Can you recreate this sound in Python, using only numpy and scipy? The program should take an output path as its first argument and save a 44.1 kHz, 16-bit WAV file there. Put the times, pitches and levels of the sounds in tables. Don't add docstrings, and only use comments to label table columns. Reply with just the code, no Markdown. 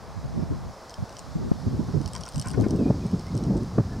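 import sys
import numpy as np
from scipy import signal
from scipy.fft import rfft, irfft, next_fast_len
from scipy.io import wavfile
from scipy.ndimage import uniform_filter1d, map_coordinates

SR = 44100
rng = np.random.default_rng(int(sys.argv[2]) if len(sys.argv) > 2 else 0)


def log_audio(samples):
    frames = np.atleast_2d(samples).T
    limited = np.clip(frames, -1, 1)
    pcm = np.round(limited * 32767).astype(np.int16)
    wavfile.write(sys.argv[1], SR, pcm)


def boost_factor(decibels):
    exponent = np.asarray(decibels, float) / 20
    return 10 ** exponent


N = 176400


def unit(x):
    return x / np.sqrt(np.mean(x ** 2) + 1e-20)


def along(points, hz):
    point_hz, value = np.transpose(points)
    return np.interp(np.log(hz + 1), np.log(point_hz + 1), value)


def curves(rows):
    start_s, *columns = np.transpose(rows)
    return [np.interp(np.arange(N) / SR, start_s, column) for column in columns]


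def wobble(rate_hz):
    return map_coordinates(rng.standard_normal(400), [np.arange(N) * rate_hz / SR])


def filtered(x, response):
    size = next_fast_len(N + SR // 2)
    hz = np.fft.rfftfreq(size, 1 / SR)
    return irfft(rfft(x, size) * response(hz), size)[..., :N]


def add(out, start_s, sound):
    k = round(start_s * SR)
    out[:, k:k + sound.shape[1]] += sound


def panned(pan_db):
    return boost_factor(np.array([pan_db / 2, -pan_db / 2]))


def narrowed(x, side_points):
    mid = x.mean(0)
    side = (x[0] - x[1]) / 2 * boost_factor(curves(side_points)[0])
    return np.array([mid + side, mid - side])


EVEN_S, EVEN_SHARE = 0.0157, 0.66


def swing(spectrum):
    x = unit(filtered(rng.standard_normal((2, N)), lambda hz: boost_factor(along(spectrum, hz))))
    power = np.abs(uniform_filter1d(x ** 2, size=int(EVEN_S * SR)))
    x = x / (power + 0.041) ** (EVEN_SHARE / 2)
    return unit(filtered(x, lambda hz: boost_factor(0.43 * along(spectrum, hz))))


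# [dB, left over right]
WIND = [(0,-52,10),(.15,-39,0),(.45,-30,-1.5),(.7,-37,1),(.78,-76,16),(1.3,-39.5,-4.5),(1.42,-27.5,0),(1.62,-34.5,-8.5),(1.72,-27.5,0.5),(2.07,-33,-6.5),(2.2,-39.5,17.5),(2.31,-58,-19),(2.53,-29,9),(2.72,-22.5,0.5),(3.25,-31.5,-2.5),(3.58,-26,-9.5),(3.71,-34,1),(4,-30,3)]
# start_s [s], likeness [-1..1]
PORT_LIKENESS = [(1.56, -.7), (1.66, .1)]
# hz [Hz], level_db [dB per Hz]
DULL = [(20, -19.5), (50, -4), (90, -2), (170, -3.5), (260, -9), (400, -41), (900, -66)]
# hz [Hz], level_db [dB per Hz]
BRIGHT = [(40, -37), (110, -5.5), (250, 1), (380, -2.5), (600, -12.5), (1500, -34.5), (3000, -64)]
# hz [Hz], level_db [dB per Hz]
RIP = [(350, -4.5), (600, 8), (1200, -4), (2600, -16.5)]
BRIGHT_AT_DB, BRIGHT_GROWS = -24, 1
RIP_DB, RIP_GROWS = -31.5, 1.64
EDDY_SHARE = 0.92
LUMP_DB = 2.6


def buffeting():
    wind_db, pan_db = curves(WIND)
    port_lumps = np.array([wobble(18), wobble(18)])
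    lumps_db = LUMP_DB * (0.8 * wobble(35) + 0.35 * port_lumps)
    turn = np.arccos(np.clip(curves(PORT_LIKENESS)[0], -1, 1)) / 2
    eddy_power, ragged_power, whirl = eddies(turn)

    flow_power = (boost_factor(wind_db + lumps_db) * panned(pan_db)) ** 2
    gain = np.sqrt(flow_power + ragged_power)
    over_db = 10 * np.log10(np.mean(flow_power + eddy_power, axis=0)) - BRIGHT_AT_DB
    wind_over_db = wind_db - BRIGHT_AT_DB
    bright_db = BRIGHT_GROWS * (EDDY_SHARE * over_db + (1.5 - EDDY_SHARE) * wind_over_db)
    tilt = boost_factor(bright_db)

    rumble = (swing(DULL) + tilt * swing(BRIGHT)) / np.sqrt(1 + tilt ** 2)
    common, opposed = rumble + boost_factor(RIP_DB + RIP_GROWS * over_db) * swing(RIP)
    common, opposed = np.cos(turn) * common, np.sin(turn) * opposed
    ports = whirl + gain * np.array([common + opposed, common - opposed])
    return filtered(ports, lambda hz: 1 / (1 + (hz / 2600) ** 6))


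# hz [Hz], likeness [0..1]
ALIKE = [(60, 0.75), (380, 0.99), (2400, 0.89), (6000, 0.9), (9000, 0.17), (15000, 0.1)]


def rush(spectrum, patchy_db):
    z = signal.stft(rng.standard_normal((2, N)), nperseg=512)[2]
    field = uniform_filter1d(rng.standard_normal(z.shape[1:]), size=6, axis=0)
    field = uniform_filter1d(field, size=12, axis=1)
    pair = signal.istft(z * boost_factor(patchy_db * unit(field)), nperseg=512)[1][:, :N]

    def mid_side_response(hz):
        turn = np.arccos(np.clip(along(ALIKE, hz), -1, 1)) / 2
        return boost_factor(along(spectrum, hz)) * np.array([np.cos(turn), np.sin(turn)])

    mid, side = filtered(pair, mid_side_response)
    return unit(np.array([mid + side, mid - side]))


# hz [Hz], level_db [dB per Hz]
LEAVES = [(1500, -49), (3000, -7), (3700, -4), (5200, 1), (6000, -3.5), (7500, -8), (11000, -14.5),
          (15800, -24)]
# start_s [s], level_db [dB]
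RUSTLE = [(0.0, -58), (2.52, -54), (4.0, -55.5)]


def leaves():
    level_db = curves(RUSTLE)[0] + 1 + 0.14 * wobble(4.95)
    return boost_factor(level_db) * rush(LEAVES, patchy_db=0.8)


# hz [Hz], level_db [dB per Hz]
TRAFFIC = [(25, -7.5), (60, 3), (300, -7.5), (630, -2), (1100, -6), (1500, -13), (2600, -23.5),
           (4500, -45.5)]
# start_s [s], side_db [dB]
TRAFFIC_WIDTH = [(1.5, 3), (1.65, -8)]
TRAFFIC_DB = -44.5


def traffic():
    level_db = TRAFFIC_DB + 0.093 * wobble(1.0)
    return boost_factor(level_db) * narrowed(rush(TRAFFIC, patchy_db=-0.5), TRAFFIC_WIDTH)


# start_s [s], peak_db [dB], pan_db [dB, left over right], length_s [s], pitch_hz [Hz]
EDDIES = [(0.164,-31,-6,0.028,103),(.239,-27,5.5,0.027,131),(0.364,-23.5,-4,0.049,214),(.422,-23,-10,0.017,167),(0.505,-19.5,1,0.03,92),
          (0.649,-30,-3.5,0.035,64),(.984,-27.5,0,0.038,90),(1.024,-20.5,-5,0.016,115),(1.353,-20.5,3,0.021,170),(1.445,-29,5,0.05,234),
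          (1.515,-11,3,0.0064,198),(1.664,-20.5,0,0.023,98),(1.73,-27,-1,0.03,102),(1.793,-26.5,-8,0.024,205),(1.879,-27.5,4,0.026,115),
          (1.938,-22.5,-10,0.047,150.4),(2.001,-27,-16.5,0.019,147),(2.053,-30,-12,0.016,87.4),(2.348,-25.5,-3.5,0.058,145.7),
          (2.46,-26,-5,0.019,120),(2.574,-17.5,6.5,0.058,112.3),(2.664,-17.5,11.5,0.0073,263),(2.734,-22.5,3,0.029,198),(2.791,-22,-7,0.038,257),
          (2.855,-16,0.5,0.025,266),(2.9,-14,-4.5,.015,133),(2.903,-14.5,4,0.0081,290),(3.052,-24.5,15.5,0.012,179),(3.13,-19.5,0,0.021,198),(3.345,-23.5,-7,0.034,130),
          (3.385,-23.5,4.5,0.01,195),(3.462,-22,4,0.033,141),(3.499,-17.5,3,0.023,195),(3.558,-22.5,2,0.012,197),
          (3.603,-29,11,0.031,108),(3.755,-24.5,1,0.013,130),(3.777,-14,0,0.033,124.4),(3.782,-13,5.5,0.0079,287),(3.846,-32,9,0.032,86),(3.985,-31.5,-3,0.018,207)]
WHIRL_SAG = 0.25
WHIRL_SHARE, WHIRL_TURNS = 0.7, 4


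def eddies(turn):
    t = np.arange(N) / SR
    power, ragged, whirl = np.zeros((3, 2, N))
    phases = rng.random(len(EDDIES))
    for (start_s, peak_db, pan_db, length_s, pitch_hz), phase in zip(EDDIES, phases):
        k = slice(round((start_s - length_s) * SR), min(N, round((start_s + 3 * length_s) * SR)))
        u = (t[k] - start_s) / length_s
        rise = np.sin(np.pi / 2 * np.clip(u * 3 + 0.5, 0, 1)) ** 2
        fall = np.exp(-np.clip(u - 0.6, 0, 9) ** 2 * 4)
        size = boost_factor(peak_db) * panned(pan_db)[:, None] * rise * fall
        cycles = phase + pitch_hz * length_s * (u - WHIRL_SAG * (u - 0.5) ** 2 / 2)
        share = WHIRL_SHARE * min(1, WHIRL_TURNS / (pitch_hz * length_s))
        power[:, k] += size ** 2
        ragged[:, k] += (1 - share) * size ** 2
        port_phase = np.array([turn[k], -turn[k]])
        whirl[:, k] += np.sqrt(2 * share) * size * np.sin(2 * np.pi * cycles + port_phase)
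    return power, ragged, whirl


# [dB, treble share]
TICKS = [(0.8955, -34, -21), (0.906, -35.5, -21), (0.913, -37, -14), (0.941, -30.5, -26),
         (1.0936, -34, -17), (1.1263, -39, -19), (1.1677, -32.5, -29), (1.186, -33.5, -20),
         (1.192, -27.5, -13), (2.0142, -36.5, -29), (2.0308, -42, -12), (2.0598, -26, -24),
         (2.0766, -25.5, -14), (2.0844, -38, -21), (2.134, -25, -16), (2.151, -21.5, -17),
         (2.1624, -27, -21), (2.1798, -35, -20), (2.2082, -32.5, -5), (2.2114, -30.5, -17),
         (2.2353, -29, -27), (2.254, -31, -19), (2.2626, -31, -26), (2.2796, -30, -15),
         (2.2883, -26.5, -13), (2.2947, -40, -12),
         (2.3223, -35.5, -22), (2.336, -34, -21), (2.3448, -29, -24), (2.3588, -22.5, -8),
              (2.38, -26.5, -12), (2.3864, -37, -4), (2.397, -20, -13), (2.414, -25, -14),
              (2.423, -28, -25), (2.4588, -33, -9), (2.4727, -26.5, -5), (2.4843, -22, -11),
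              (2.5039, -25.5, -18), (2.5137, -29.5, -3), (2.534, -32, -11), (2.6004, -37, -18),
              (2.61, -31, -19), (2.6224, -32.5, -19), (2.6413, -36.5, -17), (2.6845, -38, -13),
              (2.7077, -26.5, -16), (2.7618, -33, -9),
         (3.0577, -41, -20), (3.0653, -37, -12), (3.1144, -39, -18), (3.1947, -34, -23),
             (3.21, -40, -22), (3.2675, -40, -26), (3.2827, -43, -14), (3.352, -36, -14), (3.3674, -34, -8),
             (3.3763, -26, -11), (3.4378, -34.5, -21), (3.452, -42, -14), (3.569, -37, -18),
             (3.5754, -34.5, -14), (3.6334, -40, -18)]
# hz [Hz], level_db [dB], t60_s [s]
SHAFT = [(3050, -8, 0.017), (4220, -10, 0.011), (4960, -4, 0.014), (5530, -0.5, 0.013), (6340, -9, 0.0089),
         (8500, 2.5, 0.0091), (8520, 0.5, 0.0092), (11300, -5, 0.0064)]
TICK_DB, CRACK_DB, CRACK_T60_S = -8.5, -2.5, 0.0076
CHATTER_S, CHATTER_DB = 0.014, -13
MODE_SCATTER_DB, MODE_DRIFT = 3, 0.06
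TREBLE_AT_DB, TREBLE_GROWS = -9.5, 0.69
TICK_PAN_DB, TICK_LAG_S = 6, 2.5e-5
TOP_HZ = 10500


def rattle():
    out = np.zeros((2, N + SR))
    t = np.arange(SR // 20) / SR
    hz, level_db, t60_s = np.transpose(SHAFT)[:, :, None]
    treble_side = np.where(hz > 7000, 0.5, -0.5)
    lag_s = np.array([0, TICK_LAG_S])[:, None, None] * (hz > 7000)
    pan_db = np.array([1, -1])[:, None, None] * TICK_PAN_DB / 2
    sides = boost_factor(pan_db * np.minimum(hz / 8500, 1) ** 3)
    attack = 1 - np.exp(-t / 0.0002)

    ticks = TICKS
    rebounds = [(s + CHATTER_S * rng.random(), db + CHATTER_DB, treble) for s, db, treble in ticks]
    ticks = ticks + rebounds
    for start_s, peak_db, treble_db in ticks:
        scatter, drift, phase = rng.standard_normal((3, len(hz), 1))
        tilt_db = TREBLE_GROWS * (treble_db - TREBLE_AT_DB) * treble_side
        mode_gain = boost_factor(level_db + tilt_db + MODE_SCATTER_DB * scatter - 60 * t / t60_s)
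        mode_hz = hz * (1 + MODE_DRIFT * drift)
        ring = mode_gain * np.sin(2 * np.pi * mode_hz * (t - lag_s) + phase)
        shared = rng.standard_normal(len(t)) * np.array([[1.2], [0.8]])
        crack_noise = shared + 0.13 * rng.standard_normal((2, len(t)))
        crack = boost_factor(CRACK_DB - 60 * t / CRACK_T60_S) * crack_noise
        add(out, start_s, boost_factor(peak_db + TICK_DB) * ((sides * ring).sum(1) + crack) * attack)

    def band(f):
        return f ** 4 / (f ** 4 + 2300. ** 4) / np.sqrt(1 + (f / TOP_HZ) ** 10)

    return filtered(out[:, :N], band)


ECHO_DB, ECHO_T60_S = -19.5, 0.064


def yard(x):
    t = np.arange(SR // 5) / SR
    tail = rng.standard_normal((2, len(t))) * boost_factor(-60 * t / ECHO_T60_S) * (t > 0.004)
    return boost_factor(ECHO_DB) * signal.fftconvolve(x, tail / np.linalg.norm(tail[0]), axes=1)[:, :N]


# start_s [s], level_db [dB], length_s [s], spot_hz [Hz]
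KNOCKS = [
    (2.143, -39.5, 0.048, 1050),
    (2.264, -41, 0.02, 1450),
    (2.441, -39.5, 0.076, 1090),
    (2.536, -37.5, 0.029, 1400),
    (2.631, -40, 0.047, 1450),
]
# hz [Hz], width_hz [Hz], level_db [dB]
WOOD = [(1050, 16, 1), (1445, 58, -5), (1770, 42, -17), (2120, 23, -10), (2280, 32, -11)]
KNOCK_FOCUS_DB = 6.9


def knocks():
    t, out = np.arange(N) / SR, 0
    for start_s, level_db, length_s, spot_hz in KNOCKS:
        swell = np.sin(np.pi * np.clip((t - start_s) / length_s, 0, 1) ** 0.5) ** 2
        push = boost_factor(level_db) * swell * rng.standard_normal(N)

        def wood(f):
            total = 0
            for hz, width_hz, mode_db in WOOD:
                gain = boost_factor(mode_db - KNOCK_FOCUS_DB * abs(np.log2(hz / spot_hz)))
                damping = 1j * f * (width_hz + 30)
                total = total + gain * damping / (hz * hz - f * f + damping)
            return total / (1 + (f / 2700) ** 8)

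        out = out + filtered(push, wood)
    return 14 * out


# start_s [s], length_s [s], level_db [dB], from_hz [Hz], to_hz [Hz]
WHISTLES = [
    (2.782, 0.057, -63, 2694, 2440),
    (2.842, 0.017, -56, 2510, 2380),
    (2.866, 0.028, -54.5, 2450, 2440),
    (3.008, 0.025, -60, 2470, 2440),
    (3.058, 0.064, -64, 2250, 2400),
    (3.264, 0.018, -51.5, 1980, 2140),
    (3.281, 0.021, -57, 2200, 2120),
    (3.305, .04, -64, 2100, 2120),
    (3.885, 0.094, -59, 1660, 1770),
]


def bird():
    out = np.zeros((1, N + SR))
    waver_cycles = np.cumsum(22 * wobble(95)) / SR
    for start_s, length_s, level_db, from_hz, to_hz in WHISTLES:
        u = np.arange(round(length_s * SR)) / (length_s * SR)
        cycles = length_s * (from_hz * u + (to_hz - from_hz) * u ** 2 / 2)
        cycles = cycles + waver_cycles[round(start_s * SR):][:len(u)]
        tone = np.sin(2 * np.pi * cycles) * np.sin(np.pi * u) ** 0.46
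        add(out, start_s, boost_factor(level_db + 4.5) * tone[None])
    return out[:, :N] * boost_factor(3 * wobble(95))


def scene():
    yard_sounds = rattle() + knocks() + bird()
    return buffeting() + yard_sounds + yard(yard_sounds) + leaves() + traffic()


def band_limit(x):
    return signal.sosfilt(signal.butter(12, 16430, fs=SR, output="sos"), x)


# start_s [s], side_db [dB]
WIDTH = [(2.6,-3),(2.72,-14),(2.88,-19),(2.91,-83),(3.05,-79),(3.08,-26),(3.8,-17.5),(3.84,-76),(3.9,-63),(3.92,-29)]


def record(dry):
    mix = filtered(narrowed(dry, WIDTH), lambda hz: hz < 15830)
    return band_limit(mix)


dry = scene()
out = record(dry)
log_audio(out)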